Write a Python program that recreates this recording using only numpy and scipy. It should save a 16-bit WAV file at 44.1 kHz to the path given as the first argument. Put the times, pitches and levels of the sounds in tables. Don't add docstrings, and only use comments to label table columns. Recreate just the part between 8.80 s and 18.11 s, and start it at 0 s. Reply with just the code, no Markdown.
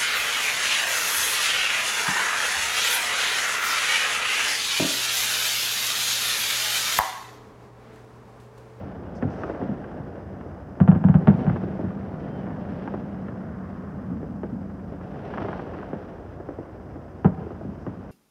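import sys
import numpy as np
from scipy import signal
from scipy.fft import rfft, irfft
from scipy.io import wavfile
from scipy.ndimage import uniform_filter1d, minimum_filter1d

SR = 44100
rng = np.random.default_rng(int(sys.argv[2]) if len(sys.argv) > 2 else 0)


def log_audio(samples):
    frames = np.atleast_2d(samples).T
    limited = np.clip(frames, -1, 1)
    pcm = np.round(limited * 32767).astype(np.int16)
    wavfile.write(sys.argv[1], SR, pcm)


N = 410571



def undb(db):
    return 10 ** (np.asarray(db) / 20)


def unit(x):
    return x / np.sqrt(np.mean(x ** 2))


def unit_peak(x):
    return x / np.sqrt(uniform_filter1d(x ** 2, size=220).max())


def add(out, start_s, x):
    start = max(int(start_s * SR), 0)
    out[start:start + len(x)] += x[:max(len(out) - start, 0)]


def pulse(spectrum, lag_cycles=0, size=8192):
    hz, db = np.transpose(spectrum)
    log_f = np.log(np.maximum(np.fft.rfftfreq(size, 1 / SR), 10))
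    level_db = np.interp(log_f, np.log(hz), db)
    cepstrum = irfft(np.log(undb(level_db)))
    cepstrum[1:size // 2] *= 2
    cepstrum[size // 2 + 1:] = 0
    lag_phase = 2j * np.pi * lag_cycles * log_f
    return irfft(np.exp(rfft(cepstrum) - lag_phase))[:size // 2]


def colour(x, spectrum):
    return unit(signal.fftconvolve(x, pulse(spectrum))[:N])


def tune(x, hz, q):
    return signal.lfilter(*signal.iirpeak(hz, q, fs=SR), x)


def air(x, edge_hz):
    return signal.sosfilt(signal.butter(3, min(edge_hz, .4 * SR), fs=SR, output="sos"), x)


def grains(per_s, spread_db, count=N):
    chance, size = rng.random(count), rng.exponential(size=count)
    sign = rng.choice([-1, 1], count)
    level = undb(spread_db * np.minimum(size, 4))
    return unit((chance < per_s / SR) * sign * level)


def scatter(x, db, t60, wait_s):
    t = np.arange(SR // 3) / SR
    decay = np.exp(-np.log(1000) * t / t60)
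    onset = np.clip(t / wait_s - 1, 0, 1)
    echoes = grains(2500, 3, count=len(t)) * decay * onset
    echoes *= undb(db) / np.linalg.norm(echoes)
    echoes[0] = 1
    return signal.fftconvolve(x, echoes)


def walk(rate):
    hold = int(SR / rate)
    steps = np.repeat(rng.standard_normal(N // hold + 1), hold)
    return unit(uniform_filter1d(uniform_filter1d(steps, hold), hold)[:N])


def even(x, size=1764):
    power = uniform_filter1d(uniform_filter1d(x ** 2, size=size), size=size)
    return unit(x / np.sqrt(power + np.mean(power) / 20))


# freq_hz, level_db
TOWN_SPECTRUM = [(20, -49), (33, -30), (48, -5), (82, 3), (125, -3.5), (200, -5.5), (350, -9), (700, -17.5),
                 (1500, -26), (3000, -61)]


def town():
    return colour(rng.standard_normal(N), TOWN_SPECTRUM) * undb(-37.5 + 0.27 * walk(1.2))


# turn_s (end of the swell), roar_db, fizz_db,
# fade_db_per_s (of the roar; below zero it goes on rising)
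STAR_BURSTS = [(0.0, -46.5, -60, 12.5), (0.63, -39, -56, 10), (2.62, -40, -54.5, 10.5),
               (3.5, -42, -60, 9.5), (4.021, -44, -56.5, 16), (4.95, -67, -65.5, 8),
               (6.568, -39, -51.5, 11), (6.98, -53, -75, 40), (8.6, -65, -66, 4), (9.3, -54, -64, -1)]
# freq_hz, level_db
ROAR_SPECTRUM = [(100, -19.5), (280, 2.5), (480, 2), (720, -0.5), (1000, -11), (1600, -14), (2200, -25.5),
                 (3000, -31.5), (4200, -43.5), (8000, -89.5)]
# freq_hz, level_db
FIZZ_SPECTRUM = [(900, -16), (2000, 11), (2900, 8.5), (4000, -2.5), (5800, -7.5), (6600, -23.5),
                 (9000, -27), (15000, -43.5)]
# freq_hz, level_db
SNAP_SPECTRUM = [(150, -6), (400, 1), (750, 3), (1200, 2), (1750, -1), (2200, -9), (3000, -13), (4000, -30),
                 (6000, -32), (9000, -55)]
SWELL_DB_PER_S, FIZZ_HASTE = 28, 1.31
FAR_ROAR_DB, FAR_FIZZ_DB = -51.5, -68
STRAYS_PER_S, STRAY_DB = 12, -12
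BUNCHES_PER_S, BUNCH_ROAR_DB, BUNCH_FIZZ_DB = 90, 0.7, 1.4


def crackle():
    t = np.arange(N) / SR
    roar_level, fizz_level = undb(FAR_ROAR_DB), undb(FAR_FIZZ_DB)
    for turn_s, roar_db, fizz_db, fade_db_per_s in STAR_BURSTS:
        below_db = np.maximum(SWELL_DB_PER_S * (turn_s - t), fade_db_per_s * (t - turn_s))
        roar_level = np.hypot(roar_level, undb(roar_db - below_db))
        fizz_level = np.hypot(fizz_level, undb(fizz_db - FIZZ_HASTE * below_db))
    stars, bunches = grains(1400, 2.8), walk(BUNCHES_PER_S)
    roar = colour(stars + 1.03 * rng.standard_normal(N), ROAR_SPECTRUM)
    roar = roar * undb(6.5 + BUNCH_ROAR_DB * bunches)
    fizz = colour(stars + 0.73 * rng.standard_normal(N), FIZZ_SPECTRUM)
    fizz = fizz * undb(0.47 + BUNCH_FIZZ_DB * bunches)
    strays = scatter(grains(STRAYS_PER_S, 3.1), db=-3.0, t60=0.072, wait_s=0.00027)
    strays = unit(tune(colour(strays, SNAP_SPECTRUM), hz=990, q=0.55))
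    return (roar + undb(STRAY_DB) * strays) * roar_level + fizz * fizz_level


# start_s, crack_db, body_db (hollow), boom_db, treble_edge_hz (first path), boom_pitch_hz
HEAVY_SHELLS = [(2.002, -19.5, -23.5, -5, 2820, 190), (2.077, -20, -28.5, -3, 2770, 192.6),
                (2.0828, -20.5, -23, -7, 2800, 190.4), (2.1153, -21.5, -23, -11.5, 2780, 189.3),
                (2.1501, -26, -25.5, -12, 2720, 199), (2.240, -22.5, -35, -5.5, 2900, 193),
                (2.286, -23.5, -33, -6.5, 2900, 180), (2.342, -21, -22.5, -5.5, 3040, 184.3),
                (2.4729, -15, -17, -3.5, 4420, 199.2), (2.4863, -32, -24.5, -8.5, 3040, 182.5),
                (2.666, -25, -27, -12.5, 2970, 185), (8.4454, -17, -15, -6, 2430, 191)]
# delay_s, spread_s, level_db
HILL_RETURNS = [(0.65, 0.2, -34), (1.701, 0.68, -34), (3.3, 0.25, -34), (4.301, 0.27, -38.5)]
# freq_hz, level_db
ROLL_SPECTRUM = [(40, -45), (90, -13.5), (122, -10.5), (160, -7.5), (200, 0), (225, -11), (255, -9.5),
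                 (380, -31), (600, -30.5), (2000, -85)]
OLD_ROLL_DB, OLD_ROLL_DB_PER_S = -36.5, 2.5


def roll():
    t = np.arange(N) / SR
    power = undb(OLD_ROLL_DB - OLD_ROLL_DB_PER_S * t) ** 2
    returns = np.zeros(N)
    for delay_s, spread_s, level_db in HILL_RETURNS:
        returns += undb(level_db) ** 2 * np.exp(-.5 * ((t - delay_s) / spread_s) ** 2)
    for start_s, _, _, boom_db, _, _ in HEAVY_SHELLS:
        add(power, start_s, undb(boom_db) ** 2 * returns)
    rumble = even(colour(grains(1600, 1.2), ROLL_SPECTRUM))
    return rumble * np.sqrt(power) * undb(-0.67 + 0.85 * walk(19))


# start_s, fade_s (to 1/e), level_db
RUSTLE_EVENTS = [(0.35, 0.04, -62), (0.5, 0.26, -68), (9, 0.066, -74)]
# freq_hz, level_db
RUSTLE_SPECTRUM = [(3000, -26), (4300, -2), (5100, 2), (6100, 1), (6700, -8), (9000, -14), (12000, -33)]


def rustles():
    hiss, level = colour(rng.standard_normal(N), RUSTLE_SPECTRUM), np.zeros(N)
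    t = np.arange(SR // 2) / SR
    attack = np.minimum(t / .002, 1)
    for start_s, fade_s, level_db in RUSTLE_EVENTS:
        add(level, start_s, undb(level_db) * attack * np.exp(-(t / fade_s) ** 2))
    return hiss * level


# start_s, crack_db, body_db, snap_pitch_hz
POP_EVENTS = [(0.424, -27.5, -21, 1490), (0.487, -39.5, -39.5, 1100), (0.635, -24.5, -32.5, 1050),
              (0.679, -34.5, -39, 850), (0.697, -26.5, -24, 650), (0.737, -34.5, -35, 700),
              (0.775, -38.5, -42, 1200), (0.8145, -30, -24, 600), (1.042, -36, -44, 1590),
              (1.661, -46, -33.5, 594), (2.411, -36, -26.5, 600), (2.589, -34.5, -26.5, 800),
              (2.697, -25, -31, 997), (2.760, -27.5, -28, 755), (2.835, -36, -32.5, 994),
              (2.992, -35.5, -25, 493), (3.045, -36.5, -29.5, 600), (3.1047, -34.5, -34, 1210),
              (3.675, -37, -30, 600), (3.705, -35, -49, 1000), (4.076, -24.5, -32, 900),
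              (4.139, -27, -23.5, 650), (4.484, -34.5, -37, 1300), (4.558, -40, -39, 600),
              (5.429, -43, -28.5, 450), (5.633, -28, -24, 750), (5.898, -42, -47, 920),
              (6.124, -47, -32, 500), (6.211, -35, -36, 900), (6.358, -41, -43, 1100),
              (6.538, -27, -41.5, 1100), (6.5815, -23, -31, 900), (6.603, -30, -32, 650),
              (6.6196, -27.5, -32.5, 1100), (6.647, -28, -28, 550), (6.685, -24.5, -30.5, 695),
              (6.73, -25, -35, 945), (6.794, -27.5, -31, 800), (6.947, -37, -45, 1090),
              (6.988, -35, -32, 1200), (7.028, -33.5, -38, 1100), (7.131, -29.5, -24, 600),
              (7.6, -42, -30, 600), (7.688, -38, -26, 450), (7.786, -45, -27.5, 450),
              (8.157, -47, -34.5, 600), (8.7055, -35, -31, 900), (9.0652, -30, -24.5, 765)]
# freq_hz, level_db
BODY_SPECTRUM = [(100, -19.5), (220, -9.5), (300, 0.5), (470, -5), (680, -10.5), (1000, -21), (2000, -33),
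                 (5000, -87.5)]


def pops():
    snap = pulse(SNAP_SPECTRUM, lag_cycles=0.495)
    body = unit_peak(pulse(BODY_SPECTRUM, lag_cycles=0.797))
    out = np.zeros(N)
    for start_s, crack_db, body_db, snap_pitch_hz in POP_EVENTS:
        crack = scatter(tune(snap, snap_pitch_hz, q=1.3), db=-1, t60=0.05, wait_s=0.0004)
        add(out, start_s, undb(crack_db) * unit_peak(crack))
        add(out, start_s, undb(body_db) * scatter(body, db=0.5, t60=0.12, wait_s=0.0014))
    return out


# start_s, level_db, pitch_hz
THUMP_EVENTS = [(0.426, -15, 227), (0.445, -18.5, 124.8), (0.823, -23, 182), (0.887, -20.5, 195),
                (1.196, -26, 178), (2.541, -15.5, 149), (2.603, -17.5, 150), (2.70, -14, 137.3),
                (2.827, -18.5, 160.3), (2.991, -32, 171), (3.036, -20.5, 146), (4.174, -28, 198),
                (5.311, -22, 195), (5.496, -25, 200), (5.63, -32, 205), (5.721, -21, 196),
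                (6.116, -28, 196), (6.58, -26, 131), (6.623, -32, 110), (6.684, -27, 170),
                (7.132, -25.5, 188), (7.791, -34, 169), (8.464, -22.5, 150), (8.85, -22.5, 198),
                (8.885, -31, 187), (9.07, -24.5, 172)]
# freq_hz, level_db
THUMP_SPECTRUM = [(40, -24.5), (90, 1.5), (150, -2), (200, -1), (270, 0), (400, -25), (1000, -41),
                  (3000, -88.5)]


def thumps():
    dull, out = pulse(THUMP_SPECTRUM, lag_cycles=0.4664), np.zeros(N)
    for start_s, level_db, pitch_hz in THUMP_EVENTS:
        thump = unit_peak(tune(dull, pitch_hz, q=1.8))
        add(out, start_s, undb(level_db) * scatter(thump, db=1.0, t60=0.28, wait_s=0.002))
    return out


def valley(x):
    t = np.arange(3 * SR) / SR
    echoes = grains(300, 3.2, count=len(t)) * undb(-60 * t / 2.0) * (1 - np.exp(-t / 0.02))
    bass = signal.sosfilt(signal.butter(1, 300, fs=SR, output="sos"), x)
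    returned = x - 0.37 * bass
    return undb(-11.5) * signal.fftconvolve(returned, echoes / np.linalg.norm(echoes))[:N]


# delay_s, crack_db, boom_db, treble_share (of the edge, 0-1)
SLOPE_PATHS = [(0, 3, -13.5, 1), (.0078, -3.5, 3, 0.65), (0.013, -9.5, -29, .6),
               (0.042, -24.5, -25.5, 0.35)]
# delay_s, level_db (relative to the
SLAPS = [(.051, -20.5), (.178, -22.5), (0.219, -22.5), (.364, -21.5), (.402, -22.5)]
# freq_hz, level_db
CRACK_SPECTRUM = [(120, -11), (300, -3.5), (750, 4.5), (1100, -4), (1600, -7.5), (2200, -21.5), (3000, -22),
                  (4000, -37.5), (6000, -50.5), (9000, -74)]
# freq_hz, level_db
BOOM_SPECTRUM = [(30, -68), (55, -24.5), (75, -10), (104, -0.5), (126, -9.5), (155, 3), (190, 6.5),
                 (220, -4.5), (270, -12), (400, -37), (800, -31), (3000, -80)]
# freq_hz, level_db
SLAP_SPECTRUM = [(150, -17.5), (330, 8), (650, -1), (950, -15.5), (1600, -23.5), (3000, -44), (6000, -86.5)]
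BOOM_PEAK_HZ = 190


def heavy_shells():
    crack = unit_peak(pulse(CRACK_SPECTRUM, lag_cycles=0.591))
    body = unit_peak(pulse(BODY_SPECTRUM, lag_cycles=0.801))
    slap = unit_peak(pulse(SLAP_SPECTRUM, lag_cycles=0.56))
    out = np.zeros(N)
    for start_s, crack_db, body_db, boom_db, treble_edge_hz, boom_pitch_hz in HEAVY_SHELLS:
        boom_spectrum = np.array(BOOM_SPECTRUM) * [boom_pitch_hz / BOOM_PEAK_HZ, 1]
        boom = unit_peak(pulse(boom_spectrum, lag_cycles=0.216))
        cracks, booms = np.zeros(SR // 4), np.zeros(SR // 4)
        for delay_s, path_crack_db, path_boom_db, treble_share in SLOPE_PATHS:
            add(cracks, delay_s, undb(path_crack_db) * air(crack, treble_edge_hz * treble_share))
            add(booms, delay_s, undb(path_boom_db) * boom)
        add(out, start_s, undb(crack_db) * scatter(cracks, db=-3.5, t60=0.14, wait_s=0.002))
        add(out, start_s, undb(body_db) * scatter(body, db=1.5, t60=0.14, wait_s=0.0005))
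        add(out, start_s, undb(boom_db) * scatter(booms, db=-13, t60=0.28, wait_s=0.0055))
        for delay_s, level_db in SLAPS:
            smeared = scatter(slap, db=8.5, t60=0.042, wait_s=0.00061)
            add(out, start_s + delay_s, undb(crack_db + level_db) * smeared)
    return out


# top_s, half_length_s, top_pitch_hz, level_db
WHISTLE_EVENTS = [(3.3, .1, 4520, -78.5), (3.51, .135, 3135, -63)]
WHISTLE_SAG_HZ = 248
WHISTLE_LATE = 0.25


def whistles():
    out = np.zeros(N)
    for top_s, half_length_s, top_pitch_hz, level_db in WHISTLE_EVENTS:
        along = np.clip((np.arange(N) / SR - top_s) / half_length_s, -2, 2)
        hz = (top_pitch_hz - WHISTLE_SAG_HZ * along ** 2) * (1 + .001 * walk(60))
        tone = np.sin(2 * np.pi * np.cumsum(hz) / SR)
        out += tone * undb(level_db + walk(17)) * np.exp(-(along - WHISTLE_LATE) ** 4)
    return out


# freq_hz, level_db
WASH_SPECTRUM = [(600, -21), (1100, 3.5), (1500, -2), (1900, -7), (2400, -24.5), (4000, -51)]
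RIDGE_DELAY_S, RIDGE_SPREAD_S, RIDGE_DB = 2.65, 0.17, -36


def ridge():
    t, power = np.arange(N) / SR, np.zeros(N)
    for start_s, crack_db, *_ in HEAVY_SHELLS:
        after = (t - start_s - RIDGE_DELAY_S) / RIDGE_SPREAD_S
        power += undb(crack_db) ** 2 * np.exp(-.5 * after ** 2)
    return colour(grains(900, 2), WASH_SPECTRUM) * np.sqrt(power) * undb(RIDGE_DB)


def house_wall(x):
    out = x.copy()
    add(out, .0203, undb(-17.0) * air(x, edge_hz=430))
    return out


def scene():
    reports = pops() + thumps() + heavy_shells()
    echoes = valley(reports) + roll() + ridge()
    far = reports + echoes + crackle() + town() + whistles()
    return (undb(-2.94) * house_wall(far) + rustles())[None]


# freq_hz, level_db
MIC_HISS_SPECTRUM = [(30, -1), (2000, 2.5), (4100, 1.5), (4700, 8.5), (5100, 14.5), (5450, 6.5),
                     (5900, 9.5), (6500, 4.5), (10000, -2.5), (15500, -15.5)]


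def record(dry):
    x = dry + undb(-75.5) * colour(rng.standard_normal(N), MIC_HISS_SPECTRUM)
    x = signal.sosfilt(signal.butter(4, 36, "highpass", fs=SR, output="sos"), x)
    gain = .9 / np.maximum(np.abs(x), .9)
    x = x * uniform_filter1d(minimum_filter1d(gain, size=441), size=441)
    return signal.sosfilt(signal.ellip(8, .2, 70, 15700, fs=SR, output="sos"), x)


dry = scene()
out = record(dry)
log_audio(out)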